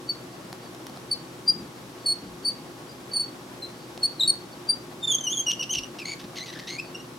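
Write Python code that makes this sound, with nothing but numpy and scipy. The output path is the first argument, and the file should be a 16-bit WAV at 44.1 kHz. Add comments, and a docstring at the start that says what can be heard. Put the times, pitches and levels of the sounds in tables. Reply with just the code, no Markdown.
"""The dry axle of a small plastic toy sticks and slips as the toy is pushed to and fro over cloth.
It gives short chirps at first, then a falling, wavering squeal that breaks up into rasps.
Loose parts of the shell tick, the cloth cushions pushes into dull bumps, and the wheels rustle.
The toy is close up in a small room, over a bed of fan-like hum and hiss."""
import sys
import numpy as np
from scipy import signal
from scipy.fft import rfft, irfft, next_fast_len
from scipy.io import wavfile
from scipy.ndimage import map_coordinates

SR = 44100
rng = np.random.default_rng(int(sys.argv[2]) if len(sys.argv) > 2 else 0)


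def transcribe(u):
    """Save the signal u as a 16-bit wav file named by the first command-line argument.

    u: samples, shape (n,) or (channels, n), limited to [-1, 1]; the rate is SR.
    q: integer samples, one column per channel.
    """
    v = np.clip(np.atleast_2d(u).T, -1, 1)
    q = np.round(v * 32767).astype(np.int16)
    wavfile.write(sys.argv[1], SR, q)


N = 316638

# Axle chirps, one or a few to a push: (time [s], length [s], start pitch [Hz], middle pitch [Hz],
# end pitch [Hz], level [dB], 2nd harmonic boost [dB], left over right [dB])
AXLE_CHIRPS = [(0.092, 0.018, 4550, 4546, 4500, -22, -10, 2), (1.114, 0.019, 4580, 4510, 4470, -22, 4, 1),
               (1.479, 0.028, 4730, 4785, 4810, -16.5, -0.5, 3),
               (2.06, 0.071, 4460, 4365, 4410, -21, 6, -.5),
               (2.449, 0.026, 4540, 4515, 4445, -24.5, 3.5, 3),
               (2.475, 0.024, 4540, 4650, 4465, -21.5, 1, .5),
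               (2.892, 0.029, 4790, 4810, 4780, -48.5, -5, 2),
               (3.115, .02, 4540, 4480, 4560, -39.5, -10, -2),
               (3.135, 0.051, 4510, 4530, 4380, -23.5, 7, -2.5), (3.195, .027, 4490, 4454, 4460, -24, 4, 0),
               (3.226, 0.022, 4450, 4455, 4435, -32.5, -12, -1),
               (3.624, 0.031, 4160, 3980, 4180, -34, -1, 2),
               (4.031, 0.0296, 4370, 4374, 4525, -18.5, 3, 1.5),
               (4.198, 0.0326, 4130, 3740, 3910, -23, 4.5, 2), (4.227, .035, 4000, 3780, 3755, -23, 4, 0),
               (4.276, 0.032, 4385, 4513, 4310, -17.5, 10.5, 1.5),
               (4.524, 0.017, 4550, 4490, 4460, -49, -8, 0),
               (4.691, 0.022, 4710, 4670, 4670, -17.5, 8.5, 3.5)]
# The axle catches, squeals and lets go; roughness runs from 0 (pure) to a cap of 1 (rasp):
# (time [s], length [s], level [dB], start roughness [-], end roughness [-])
SQUEAL_CATCHES = [(5.028, .029, -27, 0.05, 0.05), (5.075, 0.065, -23.5, 0.04, 0.26),
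                  (5.144, 0.013, -21, 0.07, 0), (5.183, 0.0086, -30.5, 0.22, .12),
                  (5.207, 0.011, -31.5, 0, .05), (5.238, 0.022, -28.5, .03, 0.1),
                  (5.267, .023, -25, 0.01, 0.09), (5.294, 0.055, -28.5, .16, 0.14),
                  (5.349, .023, -33.5, .1, 0.04), (5.371, 0.042, -23.5, .12, .03),
                  (5.466, 0.054, -23.5, 0.03, 0.53), (5.529, 0.012, -27, 0.14, 0),
                  (5.595, 0.022, -25.5, 0.15, 0.17), (5.626, 0.017, -27.5, .37, 0.35),
                  (5.694, 0.068, -26.5, 0.09, 0.63), (5.77, 0.024, -28.5, 0.21, 0.67),
                  (5.83, 0.019, -35, 0.3, 0.36), (5.987, .017, -32, .48, 0.56),
                  (6.014, .016, -34, 0.26, 0.25), (6.05, .09, -34, 0.36, 0.44),
                  (6.193, 0.027, -44, 0.93, 1.1), (6.24, 0.0098, -44.5, .95, 1),
                  (6.356, 0.048, -36.5, 0.76, 0.56), (6.403, 0.039, -34.5, 0.3, 0.32),
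                  (6.459, .05, -39.5, 0.74, 0.56), (6.524, 0.064, -43.5, 0.76, 0.4),
                  (6.587, .018, -39, 1.03, 1.1), (6.612, 0.041, -46, .6, .55),
                  (6.671, 0.1, -35.5, 0.67, 0.22), (6.784, 0.018, -29, 0.19, 0.34),
                  (6.946, .016, -38, 0.21, 0.1), (6.997, .012, -40.5, .12, 0.22)]
# The squeal's wavering opening: (time [s], pitch [Hz])
SQUEAL_WAVER = [(5.03, 3620), (5.11, 3495), (5.124, 3200), (5.138, 3460), (5.152, 3135), (5.188, 3484),
                (5.194, 3450), (5.21, 3121), (5.256, 3094), (5.278, 2888), (5.322, 3230), (5.338, 3556),
                (5.36, 3160), (5.384, 3320), (5.396, 3130), (5.415, 3270)]
# Its dive into the rasp and its climb back: (time [s], pitch [Hz])
SQUEAL_DIVE = [(5.468, 2902), (5.64, 2851), (5.70, 2915), (5.724, 3210), (5.743, 2895), (5.99, 2820),
               (6.05, 2186), (6.14, 2264), (6.2, 1904), (6.38, 2076), (6.418, 1962), (6.44, 2270),
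               (6.48, 1996), (6.54, 1830), (6.64, 1770), (6.70, 2130), (6.75, 2166), (6.81, 2614),
               (7.0, 2850)]
# The squeal's pan follows its pitch: (pitch [Hz], left over right [dB])
SQUEAL_PAN = [(2100, 1), (2900, 0), (3130, 2.5), (3400, -5.5), (3650, 0)]
# How strongly the shell radiates the axle's harmonics: (frequency [Hz], gain [dB])
SHELL_EQ = [(1750, -2), (2200, -11), (2500, 1.5), (2900, 3.5), (3150, -11.5), (3450, -1), (3950, 13),
            (4550, 4), (5050, 4.5), (5750, 16), (6350, 11.5), (7400, 1.5), (8800, 5), (9700, -1.5),
            (11500, 5), (13300, -3), (14500, -10)]
# The shell's colour under stray slips: (frequency [Hz], gain [dB])
RASP_EQ = [(1200, -9), (1900, -4.5), (2700, 9), (4200, 8.5), (6000, 1.5), (7500, -9.5), (12000, -12),
           (16000, -21)]
# Ticks of the shell: (time [s], relative level [dB], knock trim [dB])
SHELL_TICKS = [(0.5285, -22, -2), (0.748, -31.5, -4), (0.868, -21.5, -24), (0.897, -33, 5),
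               (0.9618, -34, -11), (0.9729, -32.5, 8.5), (3.977, -26, -1), (6.1995, -32, -14),
               (6.9314, -37, -25)]
# The shell's colour under a tick: (frequency [Hz], gain [dB])
CLICK_EQ = [(300, -9), (900, 8), (1700, 0.5), (3300, -3), (5000, 1), (8000, -11), (11000, -8.5),
            (15000, -18)]
# Bumps on the cloth: (centre time [s], half length [s], start pitch [Hz], end pitch [Hz], level [dB])
CLOTH_BUMPS = [(1.58, 0.046, 191, 200, -40.5), (1.63, .06, 298, 172, -38), (2.25, 0.054, 332, 119.5, -42),
               (2.31, 0.094, 64, 56, -57), (5.765, 0.042, 192, 142, -44), (5.8, 0.081, 61.5, 56.5, -53),
               (6.25, 0.036, 173, 140, -44)]
# Rustle of the weave: (frequency [Hz], gain [dB])
CLOTH_EQ = [(150, -44), (350, -3), (600, 6), (1200, -0.5), (2200, -6), (6000, -15.5), (15000, -24)]
# Low body of the fan-like drone: (frequency [Hz], gain [dB])
DRONE_EQ = [(25, -54), (42, -24), (58, -18), (85, -8.5), (105, -28), (125, 0.5), (165, 0), (215, -1.5),
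            (330, 0), (390, -2.5), (460, -14.5), (700, -37)]
# Tones in the drone: (frequency [Hz], relative level [dB])
HUM_TONES = [(59.2, -69.5), (118.4, -56), (258.4, -55.5), (355.3, -52), (532.9, -61.5), (602.9, -74.5),
             (829.0, -61.5), (1109, -61)]
# Airy rush of the room: (frequency [Hz], gain [dB])
AIR_EQ = [(180, -61), (300, -4.5), (360, -3.5), (405, -14.5), (478, -4.5), (574, -14.5), (1080, -11.5),
          (1900, -20), (4090, -20), (4520, -23), (5250, -22.5), (11500, -29.5), (16000, -39)]
# Narrow bands of hiss: (centre [Hz], width [Hz], relative level [dB])
HISS_BANDS = [(4960, 320, -69), (5650, 260, -66), (11290, 240, -67.5)]
# Stereo image of the noise beds: (frequency [Hz], left-right correlation [-])
STEREO_LIKENESS = [(60, 0.45), (130, 0.92), (290, 0.93), (640, 0.49), (1410, 0.12), (3100, 0.026),
                   (6820, 0.36), (15000, 0.09)]
# Decay of the room's tail: (frequency [Hz], time to fall 60 dB [s])
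ROOM_DECAY = [(300, 0.13), (3000, 0.31), (5000, 0.24), (9000, 0.16), (15000, 0.023)]

MARGIN_S = 0.04  # space on both sides of a squeak for its lead-in and ring-out


def axle(rasp_db=-0.5):
    """The dry axle sings, and its stray slips rattle the shell."""
    tracks = np.zeros((3, N))
    for start, squeak in [*chirps(), *squeal()]:
        for track, part in zip(tracks, squeak):
            add(track, start - MARGIN_S, part)
    left, right, slips = tracks
    return np.array([left, right]) + amp(rasp_db) * resonate(slips, RASP_EQ)


def chirps(free_hz=4260, base_rough=0.041, rough_per_khz=0.3):
    """Light pushes: brief, nearly pure glides that roughen when forced below the axle's free pitch."""
    for start, length, start_hz, middle_hz, end_hz, db, second_db, pan_db in AXLE_CHIRPS:
        t = squeak_time(length)
        hz = np.interp(t, [0, length / 2, length], [start_hz, middle_hz, end_hz])
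        rough = base_rough + rough_per_khz * np.maximum(free_hz - hz, 0) / 1000
        yield start, stick_slip(t, length, hz, db, rough, pan_db, second_db)


def squeal(rough_curve=1.76):
    """Longer pushes: catches ride one pitch line; in each, the grip holds, then breaks up or settles."""
    times, pitches = np.vstack([SQUEAL_WAVER, SQUEAL_DIVE]).T
    for start, length, db, start_rough, end_rough in SQUEAL_CATCHES:
        t = squeak_time(length)
        hz = np.interp(start + t, times, pitches)
        rough = start_rough + (end_rough - start_rough) * np.clip(t / length, 0, 1) ** rough_curve
        yield start, stick_slip(t, length, hz, db, rough, along(SQUEAL_PAN, hz))


def stick_slip(t, length, hz, db, rough, pan_db, second_db=0,
               tilt_db_per_octave=-14, calm_rough=0.16, slips_per_s=3200):
    """The axle slips once a cycle: one squeak as rows of left tone, right tone and stray slips."""
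    n, rough = len(t), np.clip(rough, 0, 1)
    swell, lock = squeak_envelope(t, length, rough)
    orders = np.arange(1, 5)[:, None]
    source_db = tilt_db_per_octave * np.log2(orders) + second_db * (orders == 2)
    levels = amp(along(SHELL_EQ, orders * hz) + source_db)
    levels /= np.linalg.norm(levels, axis=0)
    # a slightly uneven grip bends the pitch; a very uneven one scatters single cycles
    waver = (0.0028 + 0.0763 * rough) * wobble(219.9, n)
    jitter = 0.087 * rough ** 2 * wobble(1198, n)
    phase = phase_of(hz * (1 + waver + jitter))
    flutter_db = 1.8 * wobble(114, n)
    chatter_db = 6.5 * np.sqrt(rough) * wobble(409.6, n)
    grip = unit(amp(flutter_db + chatter_db))
    # overtones bloom only as the slipping locks in
    harmonics = levels * lock ** ((orders - 1) / 2) * np.sin(orders * phase)
    tone = np.sqrt(2 - rough) * grip * harmonics.sum(axis=0)
    # past the calm range, slips also come at random moments
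    slips = (rng.random(n) < slips_per_s / SR) * rng.standard_normal(n)
    stray = np.maximum(rough - calm_rough, 0) * unit(slips)
    return amp(db) * swell * np.array([tone * amp(pan_db / 2), tone * amp(-pan_db / 2), stray])


def squeak_envelope(t, length, rough, lead_s=0.0069, lead_db=-15.5,
                    attack_s=0.0051, release_s=0.0056, sag_db_per_s=16):
    """A clean tone creeps in, locks, slowly weakens while the wheel turns, then rings out."""
    creep = (1 - rough) ** 2 * amp(lead_db) * np.exp(np.minimum(t, 0) / lead_s)
    lock = (1 + np.tanh(2 * t * (1 + rough) / attack_s)) / 2
    release = np.exp(-np.maximum(t - length + release_s / 2, 0) / release_s)
    return np.maximum(creep, lock) * amp(-sag_db_per_s * t) * release, lock


def squeak_time(length):
    """Seconds from a squeak's start, with a margin on both sides."""
    return np.arange(int((length + 2 * MARGIN_S) * SR)) / SR - MARGIN_S


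def rubbing(rub_db=-65, ring_hz=4540, width_hz=320, catch_db=6):
    """Below its squeak threshold the axle only rubs, stirring its resonance in faint catches."""
    ring = filtered(rng.standard_normal(N), lambda hz: bell(hz, ring_hz, width_hz))
    return amp(rub_db) * unit(ring * amp(catch_db * wobble(22)))


def ticks(click_db=4, knock_db=-6, knock_hz=750, click_t60=0.0094, knock_t60=0.017):
    """Loose plastic parts touch: a sharp click and a short hollow knock."""
    clicks, knocks = np.zeros((2, N))
    t = np.arange(SR // 20) / SR
    knock = np.sin(2 * np.pi * knock_hz * t) * amp(-60 * t / knock_t60)
    for start, db, trim_db in SHELL_TICKS:
        scrape = 0.3 * rng.standard_normal(len(t)) * amp(-60 * t / click_t60)
        scrape[0] = 1  # one hard contact leads the scrape
        add(clicks, start, amp(db + click_db) * scrape)
        add(knocks, start, amp(db + trim_db + knock_db) * knock)
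    return resonate(clicks, CLICK_EQ) + knocks


def bumps(pitch_spread=0.26, lumpy_db=3.5):
    """The cloth cushions pushes into dull rumbles, most of them sinking in pitch."""
    track = np.zeros(N)
    for centre, half_length, start_hz, end_hz, db in CLOTH_BUMPS:
        n = int(2 * half_length * SR)
        hz = np.geomspace(start_hz, end_hz, n) * (1 + pitch_spread * wobble(248, n))
        rumble = unit(np.sin(phase_of(hz)) * amp(lumpy_db * wobble(57, n)))
        add(track, centre - half_length, amp(db) * np.hanning(n) * rumble)
    return track


def rolling(cloth_db=-50, swell_db=0.3, weave_db=2):
    """The wheels rustle over the weave: a quick grain on a slight, slow swell."""
    return amp(cloth_db + swell_db * wobble(2.1) + weave_db * wobble(40)) * noise_bed(CLOTH_EQ)


def drone(drone_db=-46, hum_db=-1, drift_hz=1.192):
    """A fan-like bed: low noise under slightly unsteady tones."""
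    hum = sum(amp(db) * np.sqrt(2) * np.sin(phase_of(hz + drift_hz * wobble(6)))
              for hz, db in HUM_TONES)
    return amp(drone_db) * noise_bed(DRONE_EQ) + amp(hum_db) * hum


def air(air_db=-47, whistle_db=-1):
    """Room tone: a broad rush with a few faintly whistling bands of hiss."""
    def bands(hz):
        return sum(amp(db) * np.sqrt(SR / np.pi / width) * bell(hz, centre, width)
                   for centre, width, db in HISS_BANDS)
    hiss = rng.standard_normal((2, N)) + rng.standard_normal(N)  # half wide, half centred
    return amp(air_db) * noise_bed(AIR_EQ) + amp(whistle_db) * filtered(hiss, bands)


def room(x, near_db=-17, near_t60=0.2, tail_db=-14):
    """Close surfaces answer at once, partly alike in both ears; the walls add a short diffuse tail."""
    def reflect(impulse):
        return signal.fftconvolve(x, impulse / np.linalg.norm(impulse[0]), axes=1)[:, :N]
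    t = np.arange(SR // 25) / SR
    near = rng.standard_normal(len(t)) + rng.standard_normal((2, len(t)))
    near *= amp(-60 * t / near_t60) * (t > 0.002)
    hz, times, noise = signal.stft(rng.standard_normal((2, SR // 2)), SR, nperseg=256)
    decay = amp(-60 * times / along(ROOM_DECAY, hz)[:, None])
    tail = signal.istft(noise * decay, SR, nperseg=256)[1]
    tail = np.pad(tail, ((0, 0), (SR // 100, 0)))  # 10 ms pre-delay
    return x + amp(near_db) * reflect(near) + amp(tail_db) * reflect(tail)


def noise_bed(eq):
    """Coloured stereo noise of rms 1, nearly mono in the upper bass."""
    def mid_side_gains(hz):
        angle = np.arccos(along(STEREO_LIKENESS, hz)) / 2
        return amp(along(eq, hz)) * [np.cos(angle), np.sin(angle)]
    mid, side = filtered(rng.standard_normal((2, N)), mid_side_gains)
    return unit(np.array([mid + side, mid - side]))


def resonate(x, eq, size=2048):
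    """Hits ring a body of the given colour: a minimum-phase filter of unit energy."""
    cepstrum = irfft(np.log(amp(along(eq, np.fft.rfftfreq(size, 1 / SR)))))
    fold = 1 + np.sign(size // 2 - np.arange(size))  # puts all the ringing after the hit
    fold[0] = 1
    ring = irfft(np.exp(rfft(cepstrum * fold)))
    return signal.fftconvolve(x, ring / np.linalg.norm(ring))[:N]


def filtered(x, response):
    """EQ x with a gain that is a function of frequency."""
    size = next_fast_len(N + SR // 4)
    return irfft(rfft(x, size) * response(np.fft.rfftfreq(size, 1 / SR)), size)[..., :N]


def bell(hz, centre, width):
    """Gain of one resonant peak."""
    return 1 / (1 + (2 * (hz - centre) / width) ** 2)


def along(points, hz):
    """Read a curve of (frequency [Hz], value) points on a log axis."""
    freqs, values = np.transpose(points)
    return np.interp(np.log(hz + 1), np.log(freqs + 1), values)


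def wobble(rate, size=N):
    """A smooth random curve with rate knots a second."""
    knots = rng.standard_normal(int(size * rate / SR) + 4)
    return map_coordinates(knots, [np.arange(size) * rate / SR])


def phase_of(hz):
    """Running phase of a moving pitch."""
    return 2 * np.pi * np.cumsum(hz) / SR


def add(track, start, sound):
    """Mix a sound into a track, start seconds in."""
    i = max(round(start * SR), 0)
    track[i:i + len(sound)] += sound[:len(track) - i]


def amp(db):
    """Decibels to gain."""
    return 10 ** (np.asarray(db) / 20)


def unit(x):
    """Scale to rms 1."""
    return x / np.sqrt(np.mean(x ** 2) + 1e-20)


def scene(lean_db=0.48):
    """Axle and shell play up front in the room; cloth and background lean a little to the left."""
    toy = room(axle() + rubbing() + ticks())
    bed = bumps() + rolling() + drone() + air()
    return toy + bed * amp([[lean_db], [-lean_db]])


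def record(dry, top_hz=15950):
    """A brick-wall high cut on the whole mix."""
    return filtered(dry, lambda hz: hz < top_hz)


dry = scene()
out = record(dry)
transcribe(out)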